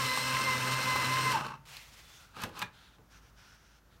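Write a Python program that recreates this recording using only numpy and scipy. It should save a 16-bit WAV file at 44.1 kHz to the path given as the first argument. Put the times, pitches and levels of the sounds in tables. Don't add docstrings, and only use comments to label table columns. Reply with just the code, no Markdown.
import sys
import numpy as np
from scipy import signal
from scipy.fft import rfft, irfft, next_fast_len
from scipy.io import wavfile
from scipy.ndimage import map_coordinates

SR = 44100
rng = np.random.default_rng(int(sys.argv[2]) if len(sys.argv) > 2 else 0)


def inscribe(sig):
    pcm = np.round(np.clip(np.atleast_2d(sig).T, -1, 1) * 32767)
    wavfile.write(sys.argv[1], SR, pcm.astype(np.int16))


N = 176400

# (time [s], speed [turns/s])
SHAFT_SPEED = [(0, 135), (.035, 129), (.1, 127.2), (.21, 128.4), (.39, 130.4), (.47, 131), (.56, 127),
               (.66, 128.5), (.79, 130.6), (.92, 128), (1.0, 128), (1.06, 127.3), (1.2, 130.5),
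               (1.32, 128.2)]
OFF_S, COAST_S, TEETH = 1.318, .27, 8
# (time [s], level before trim [dB])
HUM_LEVEL = [(0, -46), (.05, -38), (.085, -46), (.125, -56), (.2, -46), (.33, -40), (.41, -45.5),
             (.48, -40.5), (.53, -43), (.62, -41), (.74, -37), (.81, -47.5), (.89, -39.5), (.97, -46.5),
             (1.04, -38.5), (1.15, -39.5), (1.19, -42), (1.27, -35.5), (1.33, -46)]
# (time [s], level before trim [dB])
WHINE_LEVEL = [(0.0, -31.5), (0.066, -42.5), (0.118, -35.5), (0.23, -44.5), (0.26, -38), (0.418, -33.5),
               (0.454, -47), (0.48, -32.5), (0.605, -44), (0.652, -37.5), (0.81, -40), (0.836, -58),
               (0.88, -28), (0.93, -35.5), (0.99, -38.5), (1.1, -34.5), (1.2, -31), (1.232, -40),
               (1.265, -27), (1.33, -33.5)]
# (time [s], level before trim [dB])
OCTAVE_LEVEL = [(0.0, -46), (0.08, -34.5), (0.336, -41.5), (0.44, -40), (0.466, -31.5), (0.532, -31.5),
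                (0.602, -45), (0.636, -40), (0.81, -39.5), (0.918, -33.5), (1.05, -38), (1.13, -36.5),
                (1.222, -43), (1.274, -31.5), (1.315, -36.5), (1.335, -44)]
HUM_TRIM_DB, WHINE_TRIM_DB, OCTAVE_TRIM_DB = -1.5, -1.9, -2.5
HUM_FADE_DB_PER_S, WHINE_FADE_DB_PER_S = 196, 202
BOOM_HZ, BOOM_WIDTH_HZ, BOOM_DB = 880, 69, 14.5
# (time [s], level [dB])
WHISTLE_LEVEL = [(0, -52), (.09, -40.5), (.2, -48), (.27, -47.5), (.34, -52), (.65, -59), (.93, -47),
                 (1.33, -52)]
# (time [s], level [dB])
DRONE_LEVEL = [(0, -48.5), (.5, -51), (.7, -55), (1.33, -56)]
GEAR_ORDERS = [2, 7.2, 9.2, 10.05, 12.65, 21, 23, 40, 64]
GEAR_ORDER_LEVELS = [-52, -53.5, -54, -49.5, -51, -58, -53.5, -53.5, -56]

# (frequency [Hz], width [Hz], lift [dB])
CASE_RESONANCES = [(228, 48, 6.5), (603, 150, 8.5), (904, 120, 2), (1190, 420, 4.5), (1567, 87, 5),
                   (2090, 120, 2), (2658, 170, 9), (3064, 75, 8), (3720, 88, 3), (4200, 530, 6),
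                   (5310, 210, 7.5), (5830, 390, 6), (6960, 270, 2.5), (8700, 490, 3)]
# (time [s], level before trim [dB])
RATTLE_LEVEL = [(0, -41), (.17, -44), (.24, -42.5), (.37, -39.5), (.6, -41), (.7, -39), (.82, -40),
                (.96, -37.5), (1.05, -39), (1.3, -38.5), (1.38, -34), (1.43, -40), (1.465, -39),
                (1.5, -44.5), (1.535, -48), (1.57, -57), (1.62, -70)]
# (frequency [Hz], relative level [dB])
RATTLE_SPECTRUM = [(30, -26), (70, -4.5), (110, -4), (230, -6.5), (330, -6.5), (450, -5), (700, -12),
                   (950, -2), (1300, -4), (1600, -1.5), (2100, -5.5), (2500, -7), (3400, -16.5),
                   (4200, -20), (6000, -20.5), (15000, -40)]
# (frequency [Hz], relative level [dB])
COAST_SPECTRUM = [(30, -29), (100, -23), (230, -5), (400, -9.5), (680, -13.5), (900, 2), (1350, -2.5),
                  (2000, -12.5), (2700, -12), (3500, -20), (6000, -27.5), (15000, -46)]
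# (time [s], level before trim [dB])
FEED_LEVEL = [(0.0, -39), (0.708, -41.5), (0.73, -37.5), (0.756, -43), (0.846, -40.5), (1.304, -41.5),
              (1.312, -37.5), (1.42, -55), (1.466, -56), (1.564, -77), (1.576, -93), (1.6, -96)]
# (frequency [Hz], relative level [dB])
FEED_SPECTRUM = [(500, -20), (2000, 1), (4500, -2), (6500, -6.5), (9000, -7), (10300, -14), (12500, -9),
                 (14000, -15.5), (16000, -19)]
RATTLE_TRIM_DB, FEED_TRIM_DB = 1.94, 2.5

# (frequency [Hz], relative level [dB])
AIR_SPECTRUM = [(20, -23), (55, -1), (110, -5), (200, -11), (400, -18.5), (750, -20), (1400, -18),
                (2200, -27), (4000, -31), (6000, -31), (8000, -37), (11000, -37), (15500, -35.5)]
AIR_DB, MAINS_HZ, MAINS_DB = -63.5, 51.7, -67
# (frequency [Hz], t60 [s])
ROOM_DECAY = [(150, 0.36), (400, 0.21), (1800, 0.24), (5000, 0.18), (14000, 0.13)]
PLASTIC_SEND_DB, MECHANISM_SEND_DB = -9.5, -14.5

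# (time [s], knock level [dB], knock pitch [Hz], snap level [dB])
TICK_EVENTS = [(.1748, -18.5, 1100, -30), (.3685, -19.5, 2000, -42), (0.9604, -15.5, 1070, -27.5),
               (1.466, -32, 1193, -42), (1.672, -46.5, 1150, -60), (1.7683, -41, 3900, -39)]
# (frequency [Hz], relative level [dB])
TICK_SPECTRUM = [(600, -6), (2500, -5.5), (4300, 4.5), (7000, -10.5), (10000, -11.5), (15500, -15)]
TICK_T60_S, TICK_SNAP_T60_S = .012, 0.019
# (frequency [Hz], level [dB], t60 [s])
LINGERING_TONES = [(130.7, -43.5, 0.96), (148, -52.5, 1.76), (900, -44.5, 0.82)]

# (time [s], level [dB])
RUSTLE_LEVEL = [(1.65, -95), (1.654, -57.5), (1.695, -54.5), (1.715, -50.5), (1.8, -54.5), (1.88, -57.5),
                (2.0, -56), (2.06, -59), (2.17, -57), (2.25, -61.5), (2.32, -71), (2.4, -90)]
# (frequency [Hz], relative level [dB])
RUSTLE_SPECTRUM = [(240, -45), (400, -9), (600, -7), (873, -3.5), (1560, -2.5), (2320, -1.5), (4500, -3),
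                   (6500, -6.5), (9500, -13), (15500, -15.5)]
# (middle [s], half length [s], level [dB], frequency [Hz], width [Hz])
SHEET_SCRATCHES = [(1.767, 0.056, -55.5, 2490, 1100), (2.0, 0.031, -67, 2130, 350),
                   (2.127, .07, -64.5, 3490, 130), (2.16, 0.03, -62, 6200, 1800),
                   (2.24, .06, -64.5, 1400, 300)]

# (time [s], body [dB], snap [dB], thud [dB], ring gain [dB])
CLACK_EVENTS = [(2.3665, -44, -52, -47, -84), (2.418, -52, -37, -56, -75), (2.4358, -26.5, -31, -38.5, -60),
                (2.491, -50, -53, -54, -82), (2.5915, -45, -33.5, -69, -75), (2.6167, -26, -42, -56, -42),
                (2.623, -30.5, -37.5, -49, -32), (2.983, -60.5, -85, -56, -90)]
# (frequency [Hz], relative level [dB])
BODY_SPECTRUM = [(200, -15), (550, -17), (850, 3.5), (1700, 4), (2800, -3.5), (3700, -5), (5000, -13),
                 (15000, -32)]
# (frequency [Hz], relative level [dB])
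SNAP_SPECTRUM = [(1500, -11), (3800, 0.5), (6500, -3), (8500, -2.5), (10500, -9.5), (12500, -1),
                 (16000, -14)]
# (frequency [Hz], relative level [dB])
THUD_SPECTRUM = [(40, -26), (80, -7), (130, 2), (220, -5), (420, -7.5), (800, -10.5), (2000, -45)]
# (frequency [Hz], relative level [dB], t60 [s])
PLASTIC_MODES = [(807, -15, 0.12), (905, -14, 0.07), (1120, -15, 0.11), (1630, -11, 0.097), (1782, -8, .1),
                 (2435, 0, 0.092), (2490, -5, 0.075), (3640, -9, 0.07)]
BODY_T60_S, SNAP_T60_S, THUD_T60_S, RING_RISE_S = 0.038, 0.018, 0.23, 0.0044
# (start [s], end [s], final level [dB], rise [dB])
SCRAPE_EVENTS = [(2.368, 2.431, -39, 10.5), (2.566, 2.61, -43, 3.5)]
# (frequency [Hz], relative level [dB])
SCRAPE_SPECTRUM = [(60, -27), (110, -6), (450, -9.5), (800, -3.5), (1300, 1.5), (2100, -12), (2550, -5),
                   (3000, -10), (4200, -11), (7400, -22.5), (13000, -27.5), (15500, -32)]
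SCRAPE_ATTACK_S, SCRAPE_RELEASE_S = 0.024, 0.025

# (middle [s], half length [s], level [dB], hiss pitch [Hz])
SWISH_EVENTS = [(2.813, 0.083, -61, 3830), (2.93, 0.039, -66, 3500), (3.151, 0.043, -60, 5860),
                (3.26, 0.048, -66.5, 5700), (3.471, 0.1, -61, 5600), (3.682, 0.115, -66, 5700),
                (3.939, 0.031, -69, 4000)]
# (frequency [Hz], relative level [dB])
SWISH_SPECTRUM = [(400, -26), (900, -3), (1150, -8), (1420, 4), (1900, -5.5), (3000, -6), (6300, -13),
                  (7500, -17), (15000, -26)]
SWISH_WIDTH_HZ, SWISH_LIFT_DB, SWISH_EDGE_S = 750, 7.5, 0.013
TOP_HZ = 15830


def amp(db):
    return 10 ** (np.asarray(db) / 20)


def unit(x):
    return x / np.sqrt(np.mean(x ** 2) + 1e-20)


def clock():
    return np.arange(N) / SR


def along(points, hz):
    frequencies, values = np.transpose(points)
    return np.interp(np.log(hz + 1), np.log(frequencies + 1), values)


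def curve(points):
    return np.interp(clock(), *np.transpose(points))


def wobble(rate):
    return map_coordinates(rng.standard_normal(8000), [clock() * rate], mode="wrap")


def filtered(x, response):
    size = next_fast_len(N + SR // 2)
    return irfft(rfft(x, size) * response(np.fft.rfftfreq(size, 1 / SR)), size)[:N]


def noise(spectrum):
    return unit(filtered(rng.standard_normal(N), lambda hz: amp(along(spectrum, hz))))


def grains(rate, spread_db):
    contacts = rng.random(N) < rate / SR
    return unit(contacts * rng.standard_normal(N) * amp(spread_db * rng.standard_normal(N)))


def resonance(hz, centre, width):
    return 1 / (1 + (2 * (hz - centre) / width) ** 2)


def through_case(x, spectrum):
    def lift_db(hz):
        return sum(db * resonance(hz, centre, width) for centre, width, db in CASE_RESONANCES)
    return unit(filtered(x, lambda hz: amp(along(spectrum, hz) + lift_db(hz))))


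def shaft():
    running = np.clip(1 - (clock() - OFF_S) / COAST_S, 0, 1)
    return np.cumsum(curve(SHAFT_SPEED) * running) / SR, running


def gear_tones(turns, running):
    def tone(order, slip_rad, flutter_db):
        phase = 2 * np.pi * order * turns + slip_rad * wobble(69.84)
        return np.sqrt(2) * np.sin(phase) * amp(flutter_db * wobble(34.92))
    coasting_s = np.maximum(clock() - OFF_S, 0)
    whine_hz = TEETH * curve(SHAFT_SPEED) * running
    boom_db = BOOM_DB * np.exp(-((whine_hz - BOOM_HZ) / BOOM_WIDTH_HZ) ** 2)
    hum_db = curve(HUM_LEVEL) + HUM_TRIM_DB - HUM_FADE_DB_PER_S * coasting_s
    hum = amp(hum_db) * tone(1, slip_rad=0.11, flutter_db=1.5)
    whine = amp(curve(WHINE_LEVEL) + WHINE_TRIM_DB + boom_db) * tone(TEETH, 0.42, 2)
    octave = amp(curve(OCTAVE_LEVEL) + OCTAVE_TRIM_DB) * tone(2 * TEETH, 0.49, 0.9)
    whistle = amp(curve(WHISTLE_LEVEL)) * tone(4 * TEETH, 0.48, 3.0)
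    drone = amp(curve(DRONE_LEVEL)) * tone(4, 0.53, 2.5)
    weak_tones = sum(amp(db) * tone(order, 0.57, 3.0) for order, db in zip(GEAR_ORDERS, GEAR_ORDER_LEVELS))
    fade = amp(-WHINE_FADE_DB_PER_S * coasting_s)
    return hum + fade * whine + fade ** 2 * (octave + whistle + drone + weak_tones)


def gear_rattle(pulsing):
    slack = np.clip((clock() - OFF_S) / 0.054, 0, 1)
    contacts = unit(grains(4000, spread_db=2.5) + 0.93 * rng.standard_normal(N))
    chatter = contacts * pulsing * amp((1 + slack) * wobble(130))
    driven = through_case(chatter, RATTLE_SPECTRUM)
    coasting = amp(-1.0) * through_case(chatter, COAST_SPECTRUM)
    return amp(curve(RATTLE_LEVEL) + RATTLE_TRIM_DB) * ((1 - slack) * driven + slack * coasting)


def paper_feed(pulsing):
    friction = grains(16000, spread_db=0.5) * pulsing * amp(0.44 * wobble(60.1))
    return amp(curve(FEED_LEVEL) + FEED_TRIM_DB) * through_case(friction, FEED_SPECTRUM)


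def room_tone():
    drone = np.sqrt(2) * np.sin(2 * np.pi * MAINS_HZ * clock() + 0.89 * wobble(6.2))
    return amp(AIR_DB + 0.93 * wobble(6.05)) * noise(AIR_SPECTRUM) + amp(MAINS_DB) * drone


def reverberation(x):
    hz, t, spectra = signal.stft(rng.standard_normal(SR // 2), SR, nperseg=256)
    decay = amp(-60 * t / along(ROOM_DECAY, hz)[:, None])
    tail = signal.istft(spectra * decay, SR, nperseg=256)[1]
    return signal.fftconvolve(x, tail / np.linalg.norm(tail))[:N]


def ticks():
    out, t = np.zeros(N), np.arange(SR // 10) / SR
    snap = noise(TICK_SPECTRUM)
    for start, knock_db, hz, snap_db in TICK_EVENTS:
        span = slice(round(start * SR), round(start * SR) + len(t))
        knock = amp(knock_db - 60 * t / TICK_T60_S) * np.sin(2 * np.pi * hz * t)
        out[span] += knock + snap[span] * amp(snap_db - 60 * t / TICK_SNAP_T60_S)
    return out


def lingering_hum():
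    t = np.maximum(clock() - OFF_S, 0)
    tones = sum(amp(db - 60 * t / t60) * np.sin(2 * np.pi * hz * t + 0.73 * wobble(40))
                for hz, db, t60 in LINGERING_TONES)
    return np.sqrt(2) * tones * (1 - np.exp(-t / .02))


def rustle():
    out = noise(RUSTLE_SPECTRUM) * amp(curve(RUSTLE_LEVEL) + wobble(44.9))
    for middle, half, db, centre, width in SHEET_SCRATCHES:
        scratch = unit(filtered(rng.standard_normal(N), lambda hz: resonance(hz, centre, width)))
        out += amp(db) * scratch * np.exp(-.5 * ((clock() - middle) / half) ** 2)
    return out


def clacks():
    out, t = np.zeros(N + SR), np.arange(SR // 3) / SR
    body_noise, snap_noise, thud_noise = noise(BODY_SPECTRUM), noise(SNAP_SPECTRUM), noise(THUD_SPECTRUM)
    attack = 1 - np.exp(-t / 0.00067)
    for start, body_db, snap_db, thud_db, ring_db in CLACK_EVENTS:
        span = slice(round(start * SR), round(start * SR) + len(t))
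        body = body_noise[span] * amp(body_db - 60 * t / BODY_T60_S)
        snap = snap_noise[span] * amp(snap_db - 60 * t / SNAP_T60_S)
        thud = thud_noise[span] * amp(thud_db - 60 * t / THUD_T60_S) * (1 - np.exp(-t / 0.002))
        modes = sum(amp(db - 60 * t / t60) * np.sin(2 * np.pi * (hz * t + rng.random()))
                    for hz, db, t60 in PLASTIC_MODES)
        ring = amp(ring_db) * modes * (1 - np.exp(-t / RING_RISE_S))
        out[span] += (body + snap + thud + ring) * attack
    return out[:N]


def scrapes():
    t, level = clock(), np.zeros(N)
    for start, end, db, rise_db in SCRAPE_EVENTS:
        attack = np.exp(-np.maximum(start - t, 0) / SCRAPE_ATTACK_S)
        release = np.exp(-np.maximum(t - end, 0) / SCRAPE_RELEASE_S)
        level += attack * release * amp(db - rise_db * np.clip((end - t) / (end - start), 0, 1))
    friction = grains(14000, spread_db=1.5)
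    return level * unit(filtered(friction, lambda hz: amp(along(SCRAPE_SPECTRUM, hz))))


def swishes():
    out = np.zeros(N)
    for middle, half, db, hiss_hz in SWISH_EVENTS:
        hiss = filtered(noise(SWISH_SPECTRUM),
                        lambda hz: amp(SWISH_LIFT_DB * np.exp(-((hz - hiss_hz) / SWISH_WIDTH_HZ) ** 2)))
        stroke = .5 * (1 + np.tanh((half - np.abs(clock() - middle)) / SWISH_EDGE_S))
        out += amp(db) * unit(hiss) * stroke
    return out


def scene():
    turns, running = shaft()
    plastic = clacks() + scrapes() + ticks()
    pulsing = 1 + 0.074 * np.cos(2 * np.pi * turns) + 0.076 * np.cos(2 * np.pi * turns / 3)
    fade_at_rest = amp(-200 * np.maximum(clock() - OFF_S - COAST_S, 0))
    mechanism = fade_at_rest * (gear_rattle(pulsing) + paper_feed(pulsing))
    motor = gear_tones(turns, running) + mechanism + lingering_hum()
    echo = reverberation(amp(PLASTIC_SEND_DB) * plastic + amp(MECHANISM_SEND_DB) * mechanism)
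    return (motor + rustle() + swishes() + plastic + echo + room_tone())[None]


def record(dry):
    return filtered(dry[0], lambda hz: hz < TOP_HZ)[None]


dry = scene()
out = record(dry)
inscribe(out)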